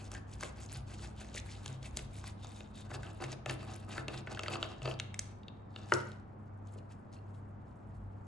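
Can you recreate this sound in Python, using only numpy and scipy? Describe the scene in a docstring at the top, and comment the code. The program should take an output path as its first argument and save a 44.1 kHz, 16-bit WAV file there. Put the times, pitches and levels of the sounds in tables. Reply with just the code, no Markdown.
"""A steel cutting wheel saws through the crisp crust of a pastry on a ceramic plate and strikes the plate,
then is put down; the plate bumps the table and fingers lift a piece with small clinks.
Random breaks and short puffs of noise make the crust, and ring the resonances of plate and wheel.
Throughout, table thumps and a far rumble, beating hums and kitchen air lie behind the close sound,
at a pair of microphone ports."""
import sys
import numpy as np
from scipy import signal
from scipy.fft import rfft, irfft, next_fast_len
from scipy.io import wavfile
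from scipy.ndimage import uniform_filter1d, map_coordinates

SR = 44100
rng = np.random.default_rng(int(sys.argv[2]) if len(sys.argv) > 2 else 0)


def store_pcm(level_fs):
    """Save levels as 16-bit WAV."""
    pcm = np.round(np.clip(level_fs, -1, 1) * 32767).astype(np.int16)
    wavfile.write(sys.argv[1], SR, np.atleast_2d(pcm).T)


N = 364701  # length [samples]

# modes of the plate on its table: (frequency [Hz], level [dB], t60 [s])
PLATE_MODES = [(330, 7.5, 0.034), (640, 3.5, 0.021), (797, 4, 0.03), (1312, 3, 0.024), (1510, -2.5, 0.027),
               (1743, 1, 0.084), (1933, -7, 0.028), (2680, -0.5, 0.024), (2940, -9.5, 0.013),
               (4640, -7, 0.022)]
# resonance of the steel disc: (frequency [Hz], width [Hz])
WHEEL_RESONANCE = (3650, 240)
# how much of the crackle rings on: (time [s], plate level [dB], wheel level [dB])
RINGING_LEVELS = [(0, -7.5, -71), (1.5, -10.5, -11.5), (2.75, -12, 1), (3, -0.5, -9), (4.2, -2, -9.5),
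                  (4.9, 3.5, -12), (4.99, -13, -2.5), (5.85, 0, 1), (5.92, -7, -36), (6.9, -20.5, -25)]


def crust():
    """Dense breaking flakes are heard in the air, through plate and wheel, and as a low grinding."""
    # tilt of the flakes' spectrum: (frequency [Hz], level [dB per Hz])
    flake_spectrum = [(1500, -17.5), (2550, -9.5), (5750, -8.5), (7750, -3.5), (9900, 0), (10800, -56.5)]
    sizes = 6
    large = sizes // 2 + 1  # the first rows are the larger flakes
    sparkle_db, sparkle_fades = -5.5, 0.37  # smallest flakes over larger; dB lost per dB of plate ring
    low_modes_db = 9  # the plate's low modes over its high ones
    grind_s = 0.11  # the low grinding follows the strokes slowly

    stroke = crust_strokes()
    ring_db, wheel_db = curves(RINGING_LEVELS)
    breaks = grains(count=30000, spread_db=0.5, clump_db=3.0, kinds=sizes)
    pitch = np.geomspace(1500, 9300, sizes)[:, None]  # the smaller the flake, the higher it snaps [Hz]

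    def flake_colour(f):
        tilt = amp(along(flake_spectrum, f)) * np.sqrt(3000 / pitch)
        return tilt * peak(f, pitch, 0.6 * pitch) ** 2

    flakes = filtered(breaks, flake_colour)
    sparkle = amp(sparkle_db - sparkle_fades * ring_db) * unit(flakes[large:].sum(0))
    crackle = unit(flakes[:large].sum(0)) + sparkle + unit(big_flakes(pitch))

    ring = unit(filtered(breaks[1] + breaks[0], lambda f: plate(f) * (f > 1900)))
    wheel = unit(filtered(breaks[2], lambda f: peak(f, *WHEEL_RESONANCE)))
    low_colour = lambda f: (plate(f) + 0.64 * peak(f, 970, 500)) * (f < 1900)
    crunch = unit(filtered(breaks[0], low_colour))

    slow_stroke = abs(uniform_filter1d(stroke, round(grind_s * SR)))
    grind = np.sqrt(stroke * slow_stroke)
    bright = crackle + amp(ring_db) * ring + amp(wheel_db) * wheel
    return stroke * bright + grind * amp(ring_db + low_modes_db) * crunch


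def crust_strokes():
    """The crackle swells with wheel strokes and finger grips over steadily settling crumbs."""
    # strokes through the crust, and the piece dragged free: (peak time [s], crackle level [dB], fall [s])
    wheel_strokes = [(0.0, -59.5, 0.25), (0.147, -53.5, 0.08), (0.332, -60, 0.045), (0.431, -55.5, 0.13),
                     (0.612, -57.5, 0.13), (0.728, -52.5, 0.11), (0.915, -58, 0.31), (1.049, -53, 0.068),
                     (1.206, -59.5, 0.26), (1.381, -50, 0.039), (1.502, -57.5, 0.2), (1.669, -58, 0.17),
                     (1.867, -59, 0.058), (1.981, -57.5, 0.1), (2.156, -62, 0.2), (2.28, -54.5, 0.057),
                     (2.441, -64.5, 0.48), (2.563, -63, 0.18), (2.78, -61.5, 0.16), (2.947, -51, 0.038),
                     (3.047, -64.5, 0.28), (3.245, -49.5, 0.046), (3.328, -47.5, 0.022),
                     (3.518, -51.5, 0.065), (3.63, -61, 0.15), (3.724, -63, 0.3), (3.931, -52, 0.14),
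                     (4.139, -52.5, 0.11), (4.312, -61, 0.22), (4.44, -62, 0.15), (4.531, -53, 0.069),
                     (4.641, -58.5, 0.22), (4.872, -53, 0.096), (5.205, -69.5, 0.23), (5.771, -67.5, 0.41),
                     (5.93, -57.5, 0.31)]
    # grips of the fingers on the piece: (peak time [s], crackle level [dB], fall [s])
    finger_grips = [(6.67, -73.5, 0.075), (6.739, -71.5, 0.036), (6.785, -69.5, 0.027), (6.912, -70, 0.066),
                    (7.135, -66, 0.074), (7.35, -78, 0.08), (7.69, -88, 0.073), (7.875, -87, 0.038),
                    (7.95, -86, 0.084)]
    settle_db = -91
    strokes = swells(wheel_strokes, rise_s=0.077, abrupt=0.05)
    return strokes + swells(finger_grips, rise_s=0.026) + amp(settle_db)


def big_flakes(pitch):
    """The few big flakes each make a short noise burst of their own colour."""
    burst_t60 = 0.007  # [s]
    ticks = grains(count=2200, spread_db=3, clump_db=2.5, kinds=len(pitch))
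    decay = amp(-60 / burst_t60 / SR)
    envelope = signal.lfilter([1], [1, -decay], abs(ticks))
    bursts = envelope * rng.standard_normal(ticks.shape)
    return filtered(bursts, lambda f: peak(f, pitch, 0.6 * pitch) ** 3).sum(0)


def snaps():
    """Each crack is a short puff: a body that rings the nearby modes, a treble spit and a low-mode knock."""
    # single cracks and contacts; treble and knock are relative to the body:
    # (time [s], peak level [dB], body [Hz], treble level [dB], knock level [dB])
    cracks = [(0.1165, -43.5, 3080, 7, -2), (0.1503, -41.5, 2210, 0, -17), (0.409, -40, 1290, 7.5, -25),
              (0.428, -33, 1160, -4.5, -22), (0.4338, -30.5, 1914, -2, -3.5), (0.445, -41, 3300, -4, -30),
              (0.696, -44, 2900, -12, -18), (1.3482, -38, 3130, -18, -3), (1.6602, -34, 3270, -1, -6),
              (1.679, -38, 3400, 0.5, -17), (1.829, -42.5, 3440, -5, -25), (1.9708, -31.5, 3200, 8.5, -7.5),
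              (1.9909, -35, 2420, -6, -31), (2.2409, -40.5, 1110, -4.5, -8), (2.4456, -41, 3670, -8, -2.5),
              (2.606, -38.5, 2400, -10.5, -5), (2.914, -41.5, 1530, -18, 4.5),
              (3.032, -39.5, 1440, -4.5, -13), (3.203, -48, 1470, -18, 10.5), (3.2397, -33, 2240, -2.5, -6),
              (3.46, -30.5, 2400, -7.5, 2.5), (3.496, -26, 2270, -8, -14), (3.9797, -29, 1580, -45, -3.5),
              (4.0822, -26, 2590, -12, -6.5), (4.2721, -33.5, 1870, -39, -1), (4.348, -36, 2770, -10, -6),
              (4.373, -36.5, 1532, -23, -3), (4.393, -27.5, 2660, -7, -5), (4.4341, -32, 2540, -3, -3.5),
              (4.461, -32.5, 1596, -21.5, -23), (4.482, -27.5, 2840, -13.5, -3.5),
              (4.5365, -29, 2640, -21, -33), (4.556, -30, 2730, -28.5, -1.5),
              (4.628, -21, 2945, -14.5, -7.5), (4.819, -39, 2760, -10, -0.5), (4.8561, -31.5, 2665, -25, 0),
              (4.876, -34, 2670, -25, 4), (4.9125, -33, 2630, -25.5, -14),
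              (4.94, -40.5, 4540, -11.5, -30.5), (4.991, -40, 3670, -8.5, -30.5),
              (4.9992, -20.5, 2880, -9, -19), (5.143, -33.5, 2220, -4, -25), (5.1921, -30, 2134, 10, -18.5),
              (5.4332, -51, 3300, -20, -23.5), (5.4825, -38, 3290, -31, -18),
              (5.761, -35, 3285, -30.5, -8.5), (5.9379, -27, 4610, 6, -27), (6.118, -45, 3370, -2.5, -28.5),
              (6.76, -45.5, 362, -43.5, -11)]
    echo_s, echo = 0.00187, 0.6  # each crack comes again off the nearest hard surface
    # each crack rings the modes at new levels and slightly other pitches
    scatter_db, pitch_scatter = 4, 0.012

    out, t = np.zeros(N + SR), np.arange(SR // 4) / SR
    top = lambda x: x / abs(x).max()
    ring_db, wheel_db = curves(RINGING_LEVELS)
    for s, db, hz, treble_db, knock_db in cracks:
        at = round(s * SR)
        blow, spit = rng.standard_normal((2, len(t))) * amp(-60 * t / [[0.006], [0.012]])
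        blow[0] = 5  # the break itself is one sharp push
        blow[round(echo_s * SR)] += echo * blow[0]

        chance = rng.standard_normal((2, len(PLATE_MODES), 1))
        shift = 1 + pitch_scatter * chance[1]
        struck = lambda f: modes(f, PLATE_MODES, scatter_db * chance[0], shift)
        nearby = lambda f: peak(f, 1.24 * hz, 0.78 * hz) * struck(f) * (f > 0.7 * hz)

        puff = filtered(blow, lambda f: peak(f, hz, 0.57 * hz) ** 2)
        ring = filtered(blow, nearby)
        wheel = filtered(puff, lambda f: peak(f, *WHEEL_RESONANCE))
        treble = filtered(spit, lambda f: peak(f, 6850, 4800) ** 2)
        knock = filtered(blow, lambda f: struck(f) * peak(f, 838, 1700) ** 2)

        body = top(puff) + amp(-2.5 + 1.3 * ring_db[at]) * top(ring)
        body = body + amp(wheel_db[at] - 8.0) * top(wheel)
        sound = top(body) + amp(treble_db) * top(treble) + amp(knock_db) * top(knock)
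        out[at:][:len(t)] += amp(db) * sound
    return out[:N]


def plate(f):
    """The plate at rest answers with the sum of its modes."""
    return modes(f, PLATE_MODES)


def bump():
    """The tipped plate bumps the table: one heavy contact and its rebound ring the table top."""
    # modes of the table top under the plate's rim: (frequency [Hz], level [dB], t60 [s])
    rim_modes = [(358, 18, 0.089), (623, -7.5, 0.053), (919, 2, 0.032), (1430, 1, 0.011), (1860, -1, 0.014),
                 (3000, -15.5, 0.017)]
    bump_s, bump_db = 5.9208, -11
    push_t60 = 0.0012  # [s]
    rebound_s, rebound = 0.0014, 1.7  # the rim lands a second time, harder

    out, t = np.zeros(N), np.arange(SR // 4) / SR
    push = 0.3 * rng.standard_normal(len(t)) * amp(-60 * t / push_t60)
    push[[0, round(rebound_s * SR)]] = 1, rebound
    knock = filtered(push, lambda f: modes(f, rim_modes) * peak(f, 1700, 4100))
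    out[round(bump_s * SR):][:len(t)] = amp(bump_db) * knock / abs(knock).max()
    return out


def pings():
    """A thin decaying tone rings on after an early crack, perhaps the wheel's handle."""
    # onsets: (time [s], level [dB])
    ping_hits = [(0.148, -45.5)]
    # the tone: (frequency [Hz], level [dB], t60 [s])
    ping_modes = [(1665, 0, .17)]
    return tones(ping_hits, ping_modes)


def clinks():
    """The plate clinks under the lifted piece, as short pairs of decaying tones."""
    # onsets: (time [s], level [dB])
    clink_hits = [(6.785, -54), (7.166, -52.5), (7.187, -57)]
    # the tones: (frequency [Hz], level [dB], t60 [s])
    clink_modes = [(2700, -2.5, 0.025), (4330, -4, 0.02)]
    return tones(clink_hits, clink_modes)


def tones(hits, rows):
    """A few lightly damped modes ring softly and a little unsteadily at every hit."""
    rise_s = 0.00081
    out, t = np.zeros(N), np.arange(SR // 2) / SR
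    for s, db in hits:
        ring = np.zeros(len(t))
        for hz, level, t60 in rows:
            phase = 2 * np.pi * hz * t + 1.5 * wobble(250)[:len(t)]
            ring += amp(level - 60 * t / t60) * np.sin(phase)
        out[round(s * SR):][:len(t)] += amp(db) * ring * (1 - np.exp(-t / rise_s))
    return out


def kitchen(x):
    """Each frequency of the room's answer dies at its own speed in a tail of noise."""
    # decay of the room: (frequency [Hz], t60 [s])
    room_decay = [(150, 0.34), (1000, 0.48), (3000, 0.58), (9000, 0.31)]
    # colour of the room: (frequency [Hz], level [dB])
    room_colour = [(150, 4), (500, 2), (1200, -5), (2500, -10), (9000, -15.5)]
    hz, t, z = signal.stft(rng.standard_normal((2, SR // 2)), SR, nperseg=256)
    fading = z * amp(-60 * t / along(room_decay, hz)[:, None])
    tail = signal.istft(fading, SR, nperseg=256)[1]
    tail = tail / np.linalg.norm(tail[0])
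    wet = filtered(x, lambda f: amp(along(room_colour, f)))
    late = np.pad(wet, (200, 0))  # the room answers 200 samples late
    return signal.fftconvolve(late[None], tail, axes=1)[:, :N]


def table():
    """Each push starts the table top's lowest mode softly; a far rumble of filtered noise comes and goes."""
    # pushes that shake the table top: (time [s], level [dB])
    thumps = [(0.74, -39.5), (1.679, -37), (1.968, -42.5), (2.909, -41.5), (3.234, -38), (3.464, -37),
              (3.975, -41), (4.133, -41.5), (4.492, -43.5), (4.823, -33.5), (5.926, -36.5)]
    # lowest mode of the table top, detuned a little by each push: (frequency [Hz], t60 [s])
    hz, t60 = (130, .75)
    # band of the rumble: (frequency [Hz], width [Hz])
    rumble_band = (59.8, 26)
    # course of the rumble: (time [s], level [dB])
    rumble_levels = [(0, -53), (1.47, -51), (1.77, -59), (1.95, -48), (2.23, -54.5), (4.84, -57.5),
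                     (5.69, -64), (7.85, -62.5), (8.04, -48), (8.27, -64)]

    out, t = np.zeros(N + SR), np.arange(SR) / SR
    for s, db in thumps:
        detuned = hz * (1 + rng.normal(0, 0.01))
        ring = np.sin(2 * np.pi * (detuned * t + rng.random()))
        soft_start = 1 - np.exp(-t / 0.016)
        out[round(s * SR):][:SR] += amp(db - 60 * t / t60) * soft_start * ring
    rumble = unit(filtered(rng.standard_normal(N), lambda f: peak(f, *rumble_band) ** 2))
    return out[:N] + amp(curves(rumble_levels)[0]) * rumble


def hum():
    """An appliance's mains and rotor hums beat slowly against each other under a faint higher tone."""
    mains_hz, motor_hz = 100, 98.62  # twice the mains and twice the slipping rotor
    beat_s = 1.23  # a moment at which the two hums oppose each other
    # RMS levels: (mains [dB], rotor [dB])
    mains_db, motor_db = (-52.5, -58.5)
    # the higher tone, its level wavering: (frequency [Hz], RMS level [dB])
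    whine_hz, whine_db = (210.5, -62)

    turn = 2 * np.pi * (np.arange(N) / SR - beat_s)
    beat = amp(mains_db) * np.sin(mains_hz * turn) - amp(motor_db) * np.sin(motor_hz * turn)
    whine = amp(whine_db + 1.5 * wobble(3.4)) * np.sin(whine_hz * turn)
    return np.sqrt(2) * (beat + whine)


def air():
    """Steady filtered noise is the room's air, most alike at both ports in the bass."""
    # relative spectrum of the kitchen air: (frequency [Hz], level [dB per Hz])
    air_spectrum = [(20, -18), (45, -18), (125, -3), (152, -7.5), (216, -9), (430, -18), (770, -17),
                    (1280, -23.5), (2350, -40.5), (4000, -57), (10800, -67)]
    # how alike left and right are, held within -1 to 1: (frequency [Hz], likeness)
    likeness = [(60, 0.95), (260, 0.71), (550, -0.073), (1140, -0.2), (2380, 0.46), (4980, 0.66),
                (10400, -1.8)]
    air_db = -53

    def mid_side(f):
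        turn = np.arccos(np.clip(along(likeness, f), -1, 1)) / 2
        return amp(along(air_spectrum, f)) * [np.cos(turn), np.sin(turn)]

    mid, side = filtered(rng.standard_normal((2, N)), mid_side)
    return amp(air_db) * unit(np.array([mid + side, mid - side]))


def grains(count, spread_db, clump_db, kinds):
    """Tiny breaks at random moments, a few much bigger, come in clumps; one row for each kind."""
    draw = rng.random((count, 4))
    size_db = np.minimum(-spread_db * np.log(1 - draw[:, 1]), 19)
    size = amp(size_db) * np.sign(draw[:, 2] - 0.5)
    kind = (draw[:, 3] * kinds).astype(int)
    place = kind * N + (draw[:, 0] * N).astype(int)
    rows = np.bincount(place, size, kinds * N).reshape(kinds, N)
    clumps = wobble(55) + 1.2 * np.array([wobble(35) for _ in rows])  # shared and own clumping
    return unit(rows * amp(clump_db * clumps))


def swells(rows, rise_s, abrupt=0):
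    """Each row swells to its peak, sooner if strong, and falls to nothing; the strongest one rules."""
    firm_db = -56.5  # a swell of this level takes rise_s; abrupt is dB of rise time lost per dB above it
    s, db, fall_s = np.transpose(rows)[:, :, None]
    t = np.arange(0, N + 64, 64) / SR
    rise = 1 + (t - s) / (rise_s * amp(-abrupt * (db - firm_db)))
    fall = 1 - (t - s) / fall_s
    shape = np.clip(np.minimum(rise, fall), 0, 1) ** 2
    return np.interp(np.arange(N) / SR, t, (amp(db) * shape).max(0))


def modes(f, rows, change_db=0, shift=1):
    """A table of modes, of alternating sign, as one response."""
    hz, db, t60 = np.transpose(rows)[:, :, None]
    sign = (-1.) ** np.arange(len(rows))[:, None]
    width = np.log(1000) / np.pi / t60
    return (sign * amp(db + change_db) * peak(f, hz * shift, width)).sum(0)


def peak(f, hz, width):
    """One causal resonance of top gain 1."""
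    return 1j * f * width / (hz * hz - f * f + 1j * f * width)


def filtered(x, response):
    """x times a complex response of frequency."""
    m = next_fast_len(x.shape[-1] + SR // 4)
    spectrum = rfft(x, m) * response(np.fft.rfftfreq(m, 1 / SR))
    return irfft(spectrum, m)[..., :x.shape[-1]]


def wobble(rate):
    """A smooth random curve, rate knots a second."""
    knots = rng.standard_normal(int(N * rate / SR) + 4)
    return map_coordinates(knots, [np.arange(N) * rate / SR])


def curves(rows):
    """One value per sample for each column after the time."""
    s, *cols = np.transpose(rows)
    return [np.interp(np.arange(N) / SR, s, c) for c in cols]


def along(points, hz):
    """(Hz, value) points joined on a log frequency axis."""
    f, v = np.transpose(points)
    return np.interp(np.log(hz + 1), np.log(f + 1), v)


def unit(x):
    """x scaled to an RMS of 1."""
    return x / np.sqrt(np.mean(x ** 2) + 1e-20)


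def amp(db):
    """Decibels to amplitude."""
    return 10 ** (np.asarray(db) / 20)


def scene():
    """Close sounds reach the two ports with level and phase differences, over room and background."""
    # the plate at the left port over the right: (frequency [Hz], level [dB])
    near_left = [(250, -5), (1000, 2.5), (3000, 1.5), (8000, -0.5)]
    # phase by which the left port leads: (frequency [Hz], lead [radians])
    left_lead = [(100, -2), (1900, 0.46), (6000, 0.93), (7300, 0), (8600, -2.5)]
    left_db = 0.5  # left channel over right, for everything

    def ports(f):
        half = amp(along(near_left, f) / 2) * np.exp(0.5j * along(left_lead, f))
        return half ** np.array([[1], [-1]])

    near = crust() + snaps() + bump() + pings() + clinks()
    total = filtered(near[None], ports) + kitchen(near) + table() + hum() + air()
    return total * amp([[left_db / 2], [-left_db / 2]])


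def record(dry):
    """The recorder keeps nothing above its band limit."""
    top_hz = 10800
    return filtered(dry, lambda f: f < top_hz)


dry = scene()
out = record(dry)
store_pcm(out)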